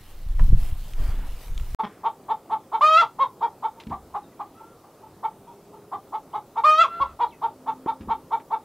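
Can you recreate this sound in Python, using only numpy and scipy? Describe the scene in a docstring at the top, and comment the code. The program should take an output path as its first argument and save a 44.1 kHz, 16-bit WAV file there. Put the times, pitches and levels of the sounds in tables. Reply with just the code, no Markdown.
"""Field wind, then a cackling hen

Gusts buffet a microphone and stir grass. After a blink of silence a hen cackles close by in a yard:
syrinx harmonics shaped by throat and beak, in short arching clucks and two long squawks, echoed by walls.
A far hen answers, others croon and grunt, a small bird peeps; dry ticks and footfalls over murmuring air."""
import sys
import numpy as np
from scipy import signal
from scipy.io import wavfile
from scipy.ndimage import uniform_filter1d

SR = 44100
rng = np.random.default_rng(int(sys.argv[2]) if len(sys.argv) > 2 else 0)


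def store_wav(level_fs):
    """Save 16-bit WAV to argv[1]."""
    pcm = np.round(np.clip(np.atleast_2d(level_fs), -1, 1) * 32767)
    wavfile.write(sys.argv[1], SR, pcm.T.astype(np.int16))


N = 381024

# clucks: t/s, level/dB, top f/Hz, length/s, hoarseness/0-1
NEAR_CLUCKS = [(1.784, -17.5, 449.4, 0.037, 0.38), (2.031, -17, 460.2, 0.066, 0.77),
               (2.281, -17, 449, 0.061, 0.32), (2.492, -18, 450, 0.073, 0.25),
               (2.715, -17, 455, 0.064, 0.3), (3.008, -16.5, 472, 0.042, 0), (3.184, -10, 547, 0.069, 0.11),
               (3.405, -15.5, 471.5, 0.068, 0), (3.621, -18.5, 452, 0.06, 0.14),
               (3.904, -21, 398, 0.052, 0.25), (4.137, -19.5, 417.4, 0.048, 0), (4.39, -23, 409, 0.043, .2),
               (5.226, -19, 452, 0.051, 0.18), (5.913, -21, 402.6, 0.055, 0.1),
               (6.12, -20.5, 438.4, 0.056, 0.18), (6.328, -20, 431.7, 0.058, 0.26),
               (6.554, -18, 461.5, 0.06, 0.2), (6.995, -11, 557, 0.05, .15), (7.188, -13, 486, 0.07, 0.17),
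               (7.412, -17.5, 461.5, 0.067, .2), (7.657, -19.5, 457, 0.065, 0.37),
               (7.856, -18, 457.5, 0.067, 0.2), (8.081, -17, 459.5, 0.067, 0.4),
               (8.304, -16.5, 458.5, 0.066, 0.25), (8.501, -17.5, 454.2, 0.065, .1)]
FAR_CLUCKS = [(3.755, -45, 457, 0.052, 0.33), (4.595, -39.5, 453, 0.034, 0.24),
              (4.835, -41, 411, 0.027, 0.16), (5.02, -39.5, 449, 0.039, 0.15),
              (5.46, -38.5, 479, 0.052, 0.186), (5.725, -39.5, 443, 0.035, 0.16)]
# one contour per squawk: t/s, level/dB, f/Hz
NEAR_SQUAWKS = [
    [(2.809, -14.5, 474), (2.82, -15.5, 592), (2.845, -6, 609.3), (2.885, -15, 629), (2.95, -10.5, 637.8),
     (2.968, -14.5, 650), (2.982, -17, 687), (3.012, -15.5, 680), (3.036, -25, 541)],
    [(6.636, -21, 502), (6.646, -11.5, 580.5), (6.658, -10, 613.4), (6.7, -7, 616), (6.77, -23, 628.7),
     (6.792, -12, 650), (6.82, -15.5, 690), (6.836, -18, 627), (6.862, -22, 506)],
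]
# held notes: t/s, length/s, level/dB, first f/Hz, last f/Hz, loudest point/0-1
FAR_SQUAWKS = [(4.535, 0.24, -54.5, 648, 704, 0.1), (6.843, .28, -37.5, 659, 698, 0.38)]
CROONS = [(5.3, 0.98, -54.5, 195, 211, 0.48), (6.801, 0.55, -54.5, 202.4, 213, .3),
          (7.451, 1.17, -49.5, 258, 266, 0.31)]
GRUNTS = [(1.832, 0.026, -28, 209.4, 203.6, 0.72)]
PEEPS = [(4.228, 0.032, -64.5, 3930, 3520, .4), (4.315, 0.029, -66, 2100, 1810, .3),
         (6.326, 0.026, -58, 2750, 3770, .5), (6.348, 0.035, -59, 3780, 3730, .2),
         (7.27, 0.032, -62, 4250, 3980, .5), (7.3, .02, -60, 4040, 2580, .6),
         (7.32, 0.035, -57.5, 2680, 2490, .3), (7.32, 0.036, -59, 2350, 1840, .3)]
# throat responses: f/Hz, gain/dB
BEAK_SHUT = [(250, -25.5), (440, -24), (560, -22.5), (700, -10), (910, 0), (1100, -3.5), (1380, -20),
             (1600, -38), (2250, -29.5), (2700, -37.5), (3300, -30), (3700, -31.5), (4300, -44),
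             (5400, -55.5), (9000, -65.5)]
BEAK_OPEN = [(400, -30.5), (620, -10), (950, 5), (1280, 6.5), (1400, 8), (1600, -38), (2050, -16),
             (2700, -21.5), (3400, -24), (4900, -36), (8000, -46.5), (15700, -58.5)]
BEAK_OPEN_FAR = [(400, -35), (660, -9.5), (1350, 3), (1600, -21.5), (2050, -16), (2700, -18), (4100, -24.5),
                 (5000, -43)]
CROON_THROAT = [(200, -2), (260, -3.5), (420, 0.5), (560, -12.5), (800, -26)]
GRUNT_THROAT = [(200, 1.5), (570, -14.5), (1030, 3.5), (1470, -17), (2070, -13), (2490, -29), (3290, -18.5),
                (4600, -47), (5500, -30)]
# wall echoes: delay/s, gain/dB
WALL_ECHOES = [(.0045, -13), (.011, -15), (.017, -11), (.024, -14.5), (.032, -28.5), (.046, -26.5)]
# gusts: t/s, buffet level/dB, rumble level/dB
GUSTS = [(0.0, -45.5, -52), (0.16, -34, -59), (0.3, -20.5, -35.5), (0.374, -22.5, -68), (0.422, -8.5, -25),
         (0.476, -18.5, -32), (0.534, -6.5, -10), (0.568, -14, -36), (0.704, -28.5, -58), (0.806, -24, -44),
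         (0.908, -32, -48), (1.004, -16, -48), (1.228, -27.5, -58), (1.276, -27, -61), (1.432, -40.5, -56),
         (1.496, -31, -43.5), (1.544, -31, -62), (1.745, -22, -43)]
# grass stirring: mid t/s, half-width/s, rustle rise/dB, hiss rise/dB
GRASS_STIRS = [(.1, 0.039, 2, 2), (.45, 0.064, 3, 5), (.65, 0.078, 6.5, 8.5), (.85, 0.099, 2, 5.5),
               (1.05, 0.08, 12, 7), (1.2, 0.092, 11, 2), (1.31, 0.057, 2.5, 4.5), (1.43, 0.069, 4, 7),
               (1.72, 0.19, 3.5, 4.5)]
# short dry ticks, and one faint mid-range wash of air fading over a second as the yard begins:
# t/s, level/dB, f/Hz, t60/s
NOISE_BURSTS = [(.394, -32.5, 1210, 0.063), (.935, -34, 3800, 0.0095), (1.578, -25.5, 3650, 0.0051),
                (1.598, -37, 1940, 0.013), (1.869, -53.5, 1570, 0.99), (3.8, -44, 3320, 0.11),
                (3.836, -43, 3200, 0.018), (3.869, -46, 3020, 0.029), (3.897, -51, 3220, 0.055),
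                (7.861, -16.5, 300, 0.014), (8.008, -52, 2430, 0.13), (8.399, -49, 2010, 0.075)]
# footfalls: t/s, upper mode level/dB, lower mode level/dB
THUMPS = [(3.867, -33, -73), (3.902, -31.5, -42), (7.001, -45, -42), (8.004, -31, -48), (8.074, -33, -54.5)]
# board underfoot: f/Hz, t60/s
BOARD_MODES = [(218.5, 0.19), (68.6, 0.74)]
# yard air spectrum: f/Hz, relative density/dB
AIR_SPECTRUM = [(18, 5.5), (30, -32), (64, -14.5), (120, 1), (197, -4), (249, -1.5), (399, 0.5),
                (467, -2.5), (808, -7), (1290, -13), (1640, -22), (2760, -25.5), (15500, -28)]
# left-right likeness of noise: f/Hz, coherence/0-1
COHERENCE = [(250, .9993), (600, 1), (1500, 1), (3000, 0.95), (6000, 0.46), (12000, 0.53)]

FIELD_END_S, YARD_START_S = 1.748, 1.787


def cluck(start_s, db, top_hz, length_s, hoarse, unrest):
    """One push of air: pitch leaps, holds, sags. Higher clucks leap sooner and open the beak wider."""
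    usual_hz = 438.5
    u = np.arange(0, 1, 1 / (length_s * SR))
    arch = 1 - 0.42 * np.exp(-(u / 0.3 * (top_hz / usual_hz) ** 2.5) ** 2.15) - 0.31 * u ** 7.3
    hz = top_hz * arch / arch.max()
    push = np.sin(np.pi * u ** 1.213)
    gape_db = -3.5 + 6 * np.tanh((top_hz - usual_hz) / 44.8)
    treble_db = gape_db - 16 * (1 - push ** 0.91)
    tone = syrinx(start_s, hz, 0.3, BEAK_SHUT, unrest, treble_db, hoarse * push ** 2)
    return start_s, amp(db) * push ** 1.057 * tone


def squawk(contour, unrest):
    """Long open-beak cry, rough as it catches and breaks off."""
    times_s, db, hz = np.transpose(contour)
    start_s, end_s = times_s[0], times_s[-1]
    t = np.arange(start_s, end_s, 1 / SR)
    db, hz = np.interp(t, times_s, db), np.interp(t, times_s, hz)
    rough = 0.35 * np.exp((start_s - t) / 0.015) + 0.64 * np.exp(-((end_s - t) / 0.038) ** 2)
    treble_db = 0.1424 * (hz - 611) - 0.62 * (db - db.max())  # rises with pitch, resists level dips
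    fade = np.clip(np.minimum(t - start_s, end_s - t) / 0.0013, 0, 1)
    return start_s, unit_rms(syrinx(start_s, hz, rough, BEAK_OPEN, unrest, treble_db)) * amp(db) * fade


def held_note(start_s, length_s, db, first_hz, last_hz, peak_at, throat, unrest,
              rough, settle, dip_db, scoop=0):
    """Gliding call that swells and fades; scoop lowers the pitch at both ends."""
    u = np.arange(0, 1, 1 / (length_s * SR))
    glide_hz = last_hz + (first_hz - last_hz) * (1 - u) ** settle
    hz = glide_hz * (1 - scoop * (np.exp(-u / 0.05) + u ** 6))
    swell_db = -dip_db * np.where(u < peak_at, 1 - u / peak_at, (u - peak_at) / (1 - peak_at)) ** 2
    fade = np.clip(np.minimum(u, 1 - u) * length_s / 0.0039, 0, 1)
    return start_s, unit_rms(syrinx(start_s, hz, rough, throat, unrest)) * amp(db + swell_db) * fade


def syrinx(start_s, hz, rough, throat, unrest, treble_db=0, hoarse=0):
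    """Harmonics weighted by the throat; roughness shakes each one and the pitch."""
    slow, fast = (rows[:, round(start_s * SR):][:, :len(hz)] for rows in unrest)
    phase = 2 * np.pi * np.cumsum(hz * (1 + 0.073 * rough * fast[0])) / SR
    out = np.zeros(len(hz))
    for k in range(1, int(throat[-1][0] / hz.max()) + 1):
        drift = 0.33 * np.log(max(k / 2, 1)) * slow[k % len(slow)]
        breath = (rough * (0.016 + 0.03 * k) + 0.013 * k) * fast[k % len(fast)]
        # a wider beak passes more above the main resonance
        gape_db = treble_db * np.clip(k * hz / 800 - 2, 0, 1) * np.clip(1.6 - k * hz / 7000, 0.3, 1)
        harmonic = (1 + drift) * np.sin(k * phase) + breath * np.cos(k * phase)
        out += amp(curve_at(throat, k * hz) + gape_db) * harmonic
        # every other pulse weakens: lines between harmonics
        half_harmonic = hoarse * min(k / 2, 1) ** 2 * np.sin((k + 0.5) * phase)
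        out += amp(curve_at(throat, (k + 0.5) * hz) + gape_db) * half_harmonic
    return out


def birds():
    """Near hen, peeps and grunt; far flock with more echo tail."""
    near, far = np.zeros(N), np.zeros(N)
    unrest = wobble(N + SR, width=700, rows=9), wobble(N + SR, width=25, rows=9)
    for row in NEAR_CLUCKS:
        add(near, *cluck(*row, unrest))
    for contour in NEAR_SQUAWKS:
        add(near, *squawk(contour, unrest))
    for row in FAR_CLUCKS:
        add(far, *cluck(*row, unrest))
    for row in FAR_SQUAWKS:
        add(far, *held_note(*row, BEAK_OPEN_FAR, unrest, rough=0.46, settle=1.5, dip_db=17, scoop=0.135))
    for row in CROONS:
        add(far, *held_note(*row, CROON_THROAT, unrest, rough=0.2, settle=1.456, dip_db=10))
    for row in PEEPS:
        fundamental_only = [(1000, 0), (max(row[3:5]) + 1, 0)]
        add(near, *held_note(*row, fundamental_only, unrest, rough=0.085, settle=0.97, dip_db=6))
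    near = butter(near, 260, "highpass", order=4)  # a small body radiates no bass
    for row in GRUNTS:
        add(near, *held_note(*row, GRUNT_THROAT, unrest, rough=0.5, settle=0.92, dip_db=3))
    return yard_echoes(near, tail_db=-15.5, t60_s=0.16) + yard_echoes(far, tail_db=-4, t60_s=0.22)


def yard_echoes(x, tail_db, t60_s):
    """Single echoes off near walls, plus a sparse tail."""
    t = np.arange(SR // 3) / SR
    tail = np.sign(rng.standard_normal(len(t))) * (rng.random(len(t)) < 0.05)
    tail *= amp(-60 * t / t60_s) * (t > 0.02)
    taps = amp(tail_db) * tail / np.linalg.norm(tail)
    taps[0] = 1
    for delay_s, db in WALL_ECHOES:
        taps[round(delay_s * SR)] += amp(db)
    return signal.oaconvolve(x, taps / np.linalg.norm(taps))[:N]


def wind_buffet(max_swing=0.75):
    """Gust pressure, nearly alike on both sides, on a diaphragm of limited swing."""
    t = np.arange(N) / SR
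    times_s, *levels_db = np.transpose(GUSTS)
    buffet_db, rumble_db = (uniform_filter1d(np.interp(t, times_s, db), size=600) for db in levels_db)
    eddies = rng.standard_normal((2, 1, N)) + 0.013 * rng.standard_normal((2, 2, N))
    buffet = flatten_swells(butter(eddies[0], [11, 30], "bandpass"), width=2600)
    rumble = flatten_swells(butter(eddies[1], [55, 125], "bandpass"), width=1300)
    pressure = amp(buffet_db) * buffet + amp(rumble_db) * rumble
    return butter(max_swing * np.tanh(pressure / max_swing), 190, "lowpass")


def noise_bursts():
    """Decaying band noise: dry ticks and one slow, faint wash of air."""
    out, t = np.zeros(N), np.arange(SR // 2) / SR
    for start_s, db, hz, t60_s in NOISE_BURSTS:
        burst = unit_rms(butter(rng.standard_normal(len(t)), [0.48 * hz, 1.2 * hz], "bandpass"))
        add(out, start_s, amp(db - 60 * t / t60_s) * burst)
    return out


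def footfalls():
    """Damped board modes with a low puff."""
    out, t = np.zeros(N), np.arange(SR // 2) / SR
    attack = np.clip(t / 0.0017, 0, 1)
    for start_s, *modes_db in THUMPS:
        for db, (hz, t60_s) in zip(modes_db, BOARD_MODES):
            puff = 0.94 * wobble(len(t), width=round(SR / hz / 3))[0]
            add(out, start_s, amp(db - 60 * t / t60_s) * (np.sin(2 * np.pi * hz * t) + puff) * attack)
    return out


def grass(rustle_db=-56.5, hiss_db=-57):
    """Blades rustle and crackle, louder when stirred."""
    t = np.arange(N) / SR
    for mid_s, half_width_s, rustle_rise_db, hiss_rise_db in GRASS_STIRS:
        stir = np.exp(-((t - mid_s) / half_width_s) ** 4)
        rustle_db += rustle_rise_db * stir
        hiss_db += hiss_rise_db * stir
    rustle = patchy_noise([(150, -3), (300, -1), (1000, -6), (3000, -19), (5000, -30)], patch_db=2)
    hiss = patchy_noise([(2000, -3), (3200, -0.5), (7000, -6), (12000, -5), (16000, -6)], patch_db=2)
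    crackle = amp(1.6 * wobble(N, width=60))
    return amp(rustle_db) * rustle + amp(hiss_db) * unit_rms(hiss * crackle)


def yard_air():
    """Low murmur with little deep bass."""
    return amp(-50.5) * butter(patchy_noise(AIR_SPECTRUM, patch_db=1.5), 55, "highpass")


def patchy_noise(spectrum, patch_db):
    """Stereo noise, rms 1, uneven in time and frequency. Spectrum: f/Hz, level/dB."""
    frames, hz = N // 256 + 5, np.fft.rfftfreq(1024, 1 / SR)
    left_re, left_im, other_re, other_im, patches = rng.standard_normal((frames, 513, 5)).T
    patches = unit_rms(uniform_filter1d(uniform_filter1d(patches, size=8, axis=0), size=14, axis=1))
    coherence = np.clip(curve_at(COHERENCE, hz), 0, 1)[:, None]
    left = left_re + 1j * left_im
    right = coherence * left + np.sqrt(1 - coherence ** 2) * (other_re + 1j * other_im)
    bins = np.array([left, right]) * amp(curve_at(spectrum, hz)[:, None] + patch_db * patches)
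    return unit_rms(signal.istft(bins, nperseg=1024, noverlap=768)[1][:, :N])


def wobble(count, width, rows=1):
    """Noise smoothed over width samples, rms 1."""
    return unit_rms(uniform_filter1d(uniform_filter1d(rng.standard_normal((rows, count)), width), width))


def flatten_swells(x, width):
    """Divides by local power, so each gust arrives at its strength."""
    return unit_rms(x / (uniform_filter1d(x ** 2, width) + 1e-12) ** 1.07)


def butter(x, hz, kind, order=2):
    return signal.sosfilt(signal.butter(order, hz, kind, fs=SR, output="sos"), x)


def curve_at(points, hz):
    points_hz, values = np.transpose(points)
    return np.interp(np.log(hz + 1), np.log(points_hz + 1), values)


def amp(db):
    return 10 ** (np.asarray(db) / 20)


def unit_rms(x):
    return x / np.sqrt(np.mean(x ** 2) + 1e-20)


def add(mix, start_s, sound):
    part = mix[round(start_s * SR):][:len(sound)]
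    part += sound[:len(part)]


def scene():
    """Field, brief silence, yard."""
    t = np.arange(N) / SR
    small_sounds = butter(noise_bursts() + footfalls(), 45, "highpass")
    air = yard_air()
    field = wind_buffet() + grass() + small_sounds
    yard = birds() + small_sounds + air
    return field * (t < FIELD_END_S) + yard * np.clip((t - YARD_START_S) / 0.0093, 0, 1)


def record(dry):
    """Band limit at 15780 Hz."""
    return signal.oaconvolve(dry, signal.firwin(511, 15780, window=("kaiser", 9), fs=SR)[None], "same")


dry = scene()
out = record(dry)
store_wav(out)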